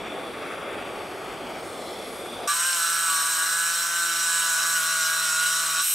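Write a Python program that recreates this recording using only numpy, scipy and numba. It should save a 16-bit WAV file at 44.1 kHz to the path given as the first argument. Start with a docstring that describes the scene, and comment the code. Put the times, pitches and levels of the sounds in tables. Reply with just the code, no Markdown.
"""Workshop bench, close to a stereo microphone. A gas torch roars and hisses over brass parts and is lifted away;
a hard cut leads to a small mains drill whose bit chatters in a clamped brass strip, then runs free and hisses.
Torch: band-shaped noise shaken by shared puffs, three moving hiss resonances, late returns, mains hum.
Drill: sine lines on shaft orders and field sidebands, noise partly repeating each turn, a low rumble under it."""
import sys
import numpy as np
from scipy import signal
from scipy.fft import rfft, irfft, next_fast_len
from scipy.io import wavfile
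from scipy.ndimage import uniform_filter1d, map_coordinates
from numba import njit

SR = 44100
rng = np.random.default_rng(int(sys.argv[2]) if len(sys.argv) > 2 else 0)


def generate_wav(signal):
    """Clip the signal to [-1, 1] and save it as 16-bit WAV at the path in sys.argv[1]."""
    frames = np.transpose(np.atleast_2d(signal))
    scaled = np.clip(frames, -1, 1) * 32767
    pcm = np.round(scaled).astype(np.int16)
    wavfile.write(sys.argv[1], SR, pcm)


N = 261954

# Source levels are before late returns, stereo and recorder. Spectra are relative: noise is scaled to rms 1.
# torch over time: start_s, lift_0_to_1, whistle_level_db, lower_band_hz, upper_band_level_db
TORCH = [(0, 0, -54, 8160, -66), (.5, 0, -55, 8500, -58.5), (.75, 0, -57, 8250, -60),
         (1.1, 0.25, -67, 8200, -57.5), (1.55, 0.4, -74, 8560, -74), (1.68, 0.64, -59, 8500, -51),
         (1.89, .8, -48.5, 8100, -58.5), (2.1, 0.94, -53.5, 8460, -53), (2.47, 0.54, -44, 8600, -53)]
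# flame roar spectrum: freq_hz, relative_db_per_hz
ROAR_SPECTRUM = [(15, -52), (25, -23), (49, -17.5), (124, -14.5), (369, 0), (729, -2), (924, -6.5),
                 (1020, -12), (1100, -20), (1430, -41), (2420, -120)]
# flame licking the metal, spectrum: freq_hz, relative_db_per_hz
LICK_SPECTRUM = [(590, -18), (1000, -12), (1120, 1.5), (1870, -6.5), (2420, -5), (2860, -6.5),
                 (3550, -13.5), (3750, -28), (5200, -42), (8800, -120)]
# gas jet spectrum: freq_hz, relative_db_per_hz
JET_SPECTRUM = [(2120, -33), (3750, -2.5), (4100, -1.5), (7280, -12.5), (8330, -8), (9530, -12.5),
                (11000, -12), (12700, -19), (14700, -19), (15600, -23)]
# first-stage resonance widths: whistle_hz, lower_band_hz, upper_band_hz
JET_WIDTHS_HZ = [280, 1300, 690]
# returns from bench, tank and hand, by how the nozzle is held: start_s, bench_lag_ms, tank_lag_ms, hand_lag_ms
RETURN_LAGS = [(0, .87, .54, 1.1), (.5, .84, .54, 1.09), (1.0, .875, .6, 1.08), (1.45, .89, .62, 1.2),
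               (1.85, .93, .54, 1.5), (2.15, .87, .58, 1.46), (2.47, .82, .58, 1.3)]
# mains hum under the torch: freq_hz, peak_level_db
MAINS_HUM = [(50, -66), (100, -61)]
# drill shaft speed: start_s, shaft_turns_hz
SHAFT = [(2.48, 166.6), (2.63, 170.7), (2.66, 174.2), (2.7, 175.3), (2.79, 167.8), (3.04, 167),
         (3.11, 163.3), (3.2, 162.7), (3.29, 165), (3.37, 161.4), (3.54, 166.3), (4.01, 170.4),
         (4.06, 168.4), (4.49, 165.6), (4.55, 163.1), (4.63, 166.3), (4.75, 164.9), (4.8, 160.5),
         (4.91, 163.6), (5.03, 160.2), (5.16, 163.2), (5.3, 159), (5.63, 163.9), (5.78, 160.5),
         (5.83, 165.7), (5.86, 162.6)]
# strong shaft lines: order, light_cut_level_db, heavy_cut_level_db
STRONG_ORDERS = [(6, -49.5, -51), (7, -45, -38.5), (8, -41, -43.5), (9, -36.5, -35), (10, -49, -48.5)]
# weak shaft lines: order, light_cut_level_db, heavy_cut_level_db
WEAK_ORDERS = [(1, -60, -56), (2, -61.5, -63), (3, -60.5, -64), (4, -53.5, -52), (5, -57, -64),
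               (11, -53, -62), (12, -52, -46.5), (13, -64, -54), (14, -63, -67)]
# lines split off the orders by the field: order, side_sign, light_cut_level_db, heavy_cut_level_db
FIELD_LINES = [(4, -1, -64, -64), (5, 1, -64, -65), (6, -1, -64, -64), (6, 1, -57, -58), (7, -1, -57, -64),
               (7, 1, -52, -50), (8, -1, -53, -48), (8, 1, -51, -41), (9, -1, -48, -47), (9, 1, -51, -48),
               (10, -1, -46, -42), (11, -1, -58, -57), (11, 1, -58, -57), (12, -1, -60, -53)]
# spells in which one order sings out: start_s, length_s, order, boost_db
SPELLS = [(2.471, .065, 7, 17), (2.48, 0.056, 10, 17), (2.53, 0.28, 6, 8.5), (2.62, 0.18, 3, 5.5),
          (2.654, 0.074, 9, 5), (2.793, 0.32, 8, 5.5), (2.794, 0.35, 9, 4), (2.794, 0.43, 10, 11),
          (3.08, 0.33, 6, 4.5), (3.087, 0.2, 7, 12.5), (3.09, 0.39, 1, 2), (3.08, 0.44, 9, 2),
          (3.271, 0.076, 10, 13), (3.341, 0.12, 7, 9.5), (3.377, 0.35, 10, 13.5), (3.757, 0.15, 10, 8.5),
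          (3.462, 0.85, 8, 3.5), (3.504, 1.28, 9, 4.5), (3.65, 1.096, 7, 3.5), (3.78, 0.41, 2, 4),
          (4.06, 0.091, 10, 7.5), (4.26, 0.52, 10, 12), (4.3, 0.45, 6, 5), (4.76, 0.9, 9, 5.5),
          (5.64, .13, 9, 2.5), (4.789, 0.398, 10, 11.5), (5.263, .21, 10, 8.5), (5.788, 0.035, 7, 9.5),
          (5.769, .04, 9, 3.5), (5.824, 0.043, 9, 9)]
# cutting noise over time: start_s, bit_and_fan_hiss_level_db, thin_ring_hz
CUTTING = [(2.48, -27.5, 12500), (2.6, -28, 12550), (2.82, -27, 12400), (2.95, -28.5, 12500),
           (3.1, -27, 12000), (3.5, -28, 12060), (4.08, -28.5, 12150), (4.2, -27, 12400),
           (4.83, -26.5, 12400), (5.1, -27.5, 12200), (5.78, -27, 12470), (5.84, -24.5, 12420),
           (5.94, -25, 12470)]
# rattle spectrum: freq_hz, relative_db_per_hz
RATTLE_SPECTRUM = [(30, -45), (100, -50), (250, -24), (500, -17), (900, -13.5), (1150, -3.5), (1450, 2),
                   (1700, -3.5), (2000, -10.5), (2600, -21)]
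# broad hiss spectrum: freq_hz, relative_db_per_hz
HISS_SPECTRUM = [(1000, -50), (1700, -9), (1770, -20.5), (2240, -6), (2940, -3), (3370, -8.5), (3930, 0.5),
                 (4680, -10), (5540, 2.5), (6300, -6), (8170, -4), (9510, -8), (10500, -38), (13600, -36),
                 (22000, -120)]
# resonances in the hiss: freq_hz, width_hz, relative_db
HISS_MODES = [(2920, 140, -8), (3200, 140, -10), (3730, 40, -6), (4040, 110, -6), (5710, 120, -4),
              (6740, 210, -7), (7320, 150, -3), (8070, 440, 0), (8860, 120, -5), (9520, 93, -10),
              (10200, 220, -11), (10700, 250, -13)]
# top hiss spectrum: freq_hz, relative_db_per_hz
TOP_SPECTRUM = [(5760, -19), (9800, -5), (10600, -4), (11500, -3), (12200, -2.5), (12600, 5), (13500, -6.5),
                (15600, -8)]
# per-turn repeating noise against fresh noise: freq_hz, gain_db
REPEAT_GAIN = [(1800, -4), (4000, -3), (8000, -2), (12000, -6)]
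# low shop rumble under the drill: freq_hz, relative_db_per_hz
RUMBLE_SPECTRUM = [(13, -45), (22, -15), (43, -12), (70, -16), (102, -6), (125, -24), (140, -3), (180, -33),
                   (310, -120)]
# side against mid: freq_hz, side_db
TORCH_SIDE = [(60, -4), (110, -12), (200, -13), (380, -19.5), (700, -14), (1290, -13), (2380, -12.5),
              (4400, -11), (8120, -36), (15000, -1)]
DRILL_SIDE = [(60, -10), (110, -28), (200, -15), (380, -14), (700, -13), (1290, -13.5), (2380, -9),
              (4400, -8.5), (8120, -25.5), (15000, -9)]
# left against right: freq_hz, left_minus_right_db
TORCH_BALANCE = [(60, -0.5), (110, -0.5), (200, -0.5), (380, -0.5), (700, 0.5), (1290, 1.0), (2380, 2.0),
                 (4400, 0.5), (8120, 0.0), (15000, 1.0)]
DRILL_BALANCE = [(60, 0.0), (110, 0.0), (200, -0.5), (380, -1.0), (700, -2.5), (1290, -1.0), (2380, -1.5),
                 (4400, -1.5), (8120, 0.0), (15000, 0.0)]

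CUT_S, CUT_FADE_S = 2.475, 0.0047
TORCH_END, DRILL_START = next_fast_len(int(2.6 * SR)), N - next_fast_len(int(3.6 * SR))  # samples
ROOM_DECAY_S, RECORDER_TOP_HZ = 0.046, 15740
RUMBLE_PORT_DB = -70 + 10 * np.log10(2)
# dB with flame on the brass, dB lifted away
ROAR_DB, LICK_DB = (-35.5, -36.5), (-38.5, -43.5)
JET_DB, LOWER_BAND_DB = (-51.5, -46), (-62.5, -51.5)
WHISTLE_HZ, UPPER_BAND_HZ = 3416, 11100
RETURN_GAINS = (.3, .18, .13)  # bench, tank, hand
FIELD_HZ = 100  # the field pulls twice a mains cycle
SPELL_FADE_S = 0.031
HEAVY_S = (4.33, 4.92)  # cut grows from light to heavy
FREE_S, FREE_DB = (5.81, 5.845), -15  # bit leaves the metal, lines drop
SETTLE_S = (3.3, 4.5)  # top hiss, thin ring and bit ring move between levels
# dB before settling, dB after, dB added per unit of lost biting gain
TOP_DB, THIN_DB, BIT_RING_DB = (-39, -37.5, 12), (-42, -53.5, 10), (-31, -41.5, 16.5)
THIN_WIDTH_HZ, BIT_RING_HZ, BIT_RING_WIDTH_HZ = 510, 8390, 640  # first-stage widths
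RATTLE_REFERENCE_DB = -38  # scaled further by biting


def undb(db):
    """dB to gain."""
    return np.exp(np.asarray(db) * np.log(10) / 20)


def unit(x):
    """Scaled to rms 1."""
    return x / np.sqrt(np.mean(x ** 2))


def between(ends, share):
    """From the first value to the second as share goes 0 to 1."""
    return ends[0] + share * (ends[1] - ends[0])


def columns(table, t):
    """Every value column of a time table, interpolated at t."""
    start_s, *values = np.transpose(table)
    return [np.interp(t, start_s, value) for value in values]


def bins_hz(size):
    """Frequency of each FFT bin."""
    return np.arange(size // 2 + 1) * SR / size


def shape(points, size):
    """Gain at each bin, interpolated over log frequency."""
    hz, db = np.transpose(points)
    return undb(np.interp(np.log(bins_hz(size) + 1), np.log(hz), db))


def closed(points):
    """Spectrum with a 40 dB fall outside its first and last point."""
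    (low_hz, low_db), (high_hz, high_db) = points[0], points[-1]
    return [(low_hz * .85, low_db - 40)] + list(points) + [(high_hz * 1.15, high_db - 40)]


def walk(rate_hz, size):
    """Random levels joined smoothly at rate_hz; spread near 1."""
    step = int(SR / rate_hz)
    count = size // step + 2
    knots = np.interp(np.arange(size) / step, np.arange(count), rng.standard_normal(count))
    return 1.3 * uniform_filter1d(knots, step)


def flicker(x, gain, depth_db, rate_hz):
    """Noise coloured by gain, in half-octave bands whose levels waver independently; rms 1."""
    size = len(x)
    spectrum, octave = rfft(x) * gain, np.log2(bins_hz(size) + 1)
    out = 0
    for centre in np.arange(4.5, 14.5, .5):
        band = np.clip(1 - 2 * abs(octave - centre), 0, 1)
        if (band * gain).max() > 1e-3 * gain.max():
            out = out + undb(depth_db * walk(rate_hz, size)) * irfft(band * spectrum, size)
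    return unit(out)


@njit
def svf(x, hz, width_hz):
    """State-variable band-pass with a moving centre, gain 1 there."""
    y, band, low = np.empty(len(x)), 0., 0.
    for i in range(len(x)):
        g, damping = np.tan(np.pi * hz[i] / SR), width_hz / hz[i]
        v = (band + g * (x[i] - low)) / (1 + g * (g + damping))
        band, low, y[i] = 2 * v - band, low + 2 * g * v, damping * v
    return y


def ring(air, hz, width_hz):
    """Steep moving resonance blown by noise: two band-passes, the second twice as wide; rms 1."""
    first = svf(air, hz, 1. * width_hz)
    return unit(svf(first, hz, 2. * width_hz))


def stereo(mid, side, balance):
    """Side signal is the mid smeared by a decaying room echo; each band leans left or right."""
    size, tail_s = len(mid), np.arange(8192) / SR
    echo = rng.standard_normal(len(tail_s)) * np.exp(-tail_s / ROOM_DECAY_S)
    smear = rfft(echo / np.sqrt(np.sum(echo ** 2)), size) * shape(side, size)
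    lean = np.sqrt(shape(balance, size))
    spectrum = rfft(mid)
    left = irfft(spectrum * (lean + smear), size)
    right = irfft(spectrum * (1 / lean - smear), size)
    return np.array([left, right])


def rumble(size):
    """Low shaped noise, unrelated at the two microphone ports."""
    gain = shape(closed(RUMBLE_SPECTRUM), size)
    ports = [unit(irfft(rfft(air) * gain, size)) for air in rng.standard_normal((2, size))]
    return undb(RUMBLE_PORT_DB) * np.array(ports)


def mains_hum(t):
    """Steady sines at the mains frequency and its double."""
    return sum(undb(db) * np.sin(2 * np.pi * hz * t) for hz, db in MAINS_HUM)


def late_returns(t, bright):
    """Bench, tank and hand return the bright torch sound after short, moving lags."""
    lags_ms = columns(RETURN_LAGS, t)
    return sum(gain * np.interp(t - ms / 1000, t, bright) for ms, gain in zip(lags_ms, RETURN_GAINS))


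def torch(t):
    """Turbulent puffs of flame roar, lick the metal and shake the jet, whose hiss has three bands."""
    lift, whistle_db, lower_hz, upper_db = columns(TORCH, t)
    size = len(t)
    puffs = walk(90, size)
    noise = rng.standard_normal((6, size))
    roar_air = noise[0] * undb(0.26 * puffs)
    lick_air = noise[1] * undb(0.78 * puffs)
    jet_air = noise[2] * undb(0.71 * puffs + 0.41 * walk(400, size))
    roar = flicker(roar_air, shape(closed(ROAR_SPECTRUM), size), depth_db=-1.27, rate_hz=12.33)
    lick = flicker(lick_air, shape(closed(LICK_SPECTRUM), size), depth_db=1.0, rate_hz=8.47)
    jet = flicker(jet_air, shape(closed(JET_SPECTRUM), size), depth_db=1.0, rate_hz=5.7)
    bright = undb(between(LICK_DB, lift)) * lick + undb(between(JET_DB, lift)) * jet
    centres_hz = WHISTLE_HZ, lower_hz, UPPER_BAND_HZ
    levels_db = whistle_db, between(LOWER_BAND_DB, lift), upper_db
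    for hz, db, width_hz, air in zip(centres_hz, levels_db, JET_WIDTHS_HZ, noise[3:]):
        moving_hz = hz * (1 + .008 * walk(3.9, size))
        bright = bright + undb(db + 1.7 * walk(7.9, size)) * ring(air, moving_hz, width_hz)
    return undb(between(ROAR_DB, lift)) * roar + bright + late_returns(t, bright) + mains_hum(t)


def singing(t, order):
    """dB that the spells add to one order."""
    boost_db = 0
    for start_s, length_s, spell_order, db in SPELLS:
        if spell_order == order:
            edge_s = np.minimum(t - start_s, start_s + length_s - t)
            boost_db = boost_db + db * np.clip(edge_s / SPELL_FADE_S + .5, 0, 1)
    return boost_db


def motor(t, turns):
    """Lines on multiples of the shaft rate, and lines that the field splits off them."""
    heavy, size = np.interp(t, HEAVY_S, [0, 1]), len(t)
    lines = []  # phase in cycles, rms level in dB
    for orders, waver_db, rate_hz in ((STRONG_ORDERS, 1.5, 12), (WEAK_ORDERS, 1.3, 6.3)):
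        for order, light_db, heavy_db in orders:
            db = between((light_db, heavy_db), heavy) + singing(t, order)
            lines.append((order * turns, db + waver_db * walk(rate_hz, size)))
    for order, side, light_db, heavy_db in FIELD_LINES:
        db = between((light_db, heavy_db), heavy) + 0.85 * walk(6.0, size)
        slip = .11 * walk(14, size)  # load jolts shift field against shaft, cycles
        lines.append((order * turns + side * FIELD_HZ * t + slip, db))
    out = 0
    for cycles, db in lines:
        # lines stay nearly in step, so they add up to one knock a turn
        phase = 2 * np.pi * (cycles + .15 * rng.standard_normal())
        out = out + np.sqrt(2) * undb(db) * np.cos(phase)
    return out


def burr_noise(t, turns):
    """Noise read by shaft angle: the bit meets nearly the same burrs each turn."""
    steps, renew_hz = 192, 30.
    burrs = rng.standard_normal((400, steps))
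    where = [t * renew_hz, turns % 1 * steps]
    repeat = unit(map_coordinates(burrs, where, order=1, mode="grid-wrap"))
    return irfft(rfft(repeat) * shape(REPEAT_GAIN, len(t)), len(t))


def hiss_body(size):
    """Hiss gain: broad spectrum plus resonant modes, summed as power."""
    hz = bins_hz(size)
    modes = sum(undb(2 * db) / (1 + (2 * (hz - mode_hz) / width_hz) ** 2) ** 1.3
                for mode_hz, width_hz, db in HISS_MODES)
    return np.sqrt(undb(-12.0) * shape(closed(HISS_SPECTRUM), size) ** 2 + modes)


def cutting(t, turns, biting):
    """Rattle, hiss and rings from bit noise that swells once a turn and with the field."""
    size = len(t)
    hiss_db, thin_hz = columns(CUTTING, t)
    top_db, thin_db, bit_db = (np.interp(t, SETTLE_S, db[:2]) + db[2] * (1 - biting)
                               for db in (TOP_DB, THIN_DB, BIT_RING_DB))
    turn_swell = biting * 0.13 * np.cos(2 * np.pi * turns)
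    swell = 1 + turn_swell + .05 * np.cos(2 * np.pi * FIELD_HZ * t)
    scrape = swell * (biting * burr_noise(t, turns) + rng.standard_normal(size))
    rattle_air, bit_air = swell * rng.standard_normal((2, size))
    rattle = flicker(rattle_air, shape(closed(RATTLE_SPECTRUM), size), depth_db=2.1, rate_hz=14)
    hiss = flicker(scrape, hiss_body(size), depth_db=1.2, rate_hz=14)
    top = flicker(scrape, shape(closed(TOP_SPECTRUM), size), depth_db=1.5, rate_hz=10.22)
    thin = ring(scrape, thin_hz, THIN_WIDTH_HZ)
    bit = ring(bit_air, np.full(size, 1. * BIT_RING_HZ), BIT_RING_WIDTH_HZ)
    out = undb(RATTLE_REFERENCE_DB) * (0.6 + 0.57 * biting) * rattle
    out += undb(hiss_db) * hiss + undb(top_db) * top + undb(thin_db) * thin
    return out + undb(bit_db + 1.4 * walk(5.3, size)) * bit


def drill(t):
    """Motor lines and cutting noise on one shaft angle; the lines drop when the bit runs free."""
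    shaft_hz, = columns(SHAFT, t)
    turns = np.cumsum(shaft_hz) / SR
    biting = undb(np.interp(t, FREE_S, [0, FREE_DB]))
    return biting * motor(t, turns) + cutting(t, turns, biting)


def scene():
    """Torch, then a hard cut to the drill over its rumble."""
    t = np.arange(N) / SR
    after = np.clip((t - CUT_S) / CUT_FADE_S + .5, 0, 1)
    burning = stereo(torch(t[:TORCH_END]), TORCH_SIDE, TORCH_BALANCE)
    drilling = stereo(drill(t[DRILL_START:]), DRILL_SIDE, DRILL_BALANCE) + rumble(N - DRILL_START)
    out = np.zeros((2, N))
    out[:, :TORCH_END] += (1 - after[:TORCH_END]) * burning
    out[:, DRILL_START:] += after[DRILL_START:] * drilling
    return out


def record(dry):
    """The recorder cuts the top steeply: one elliptic low-pass applied twice."""
    cut = signal.ellip(14, .2, 65, RECORDER_TOP_HZ, fs=SR, output="sos")
    return signal.sosfilt(cut, signal.sosfilt(cut, dry))


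dry = scene()
out = record(dry)
generate_wav(out)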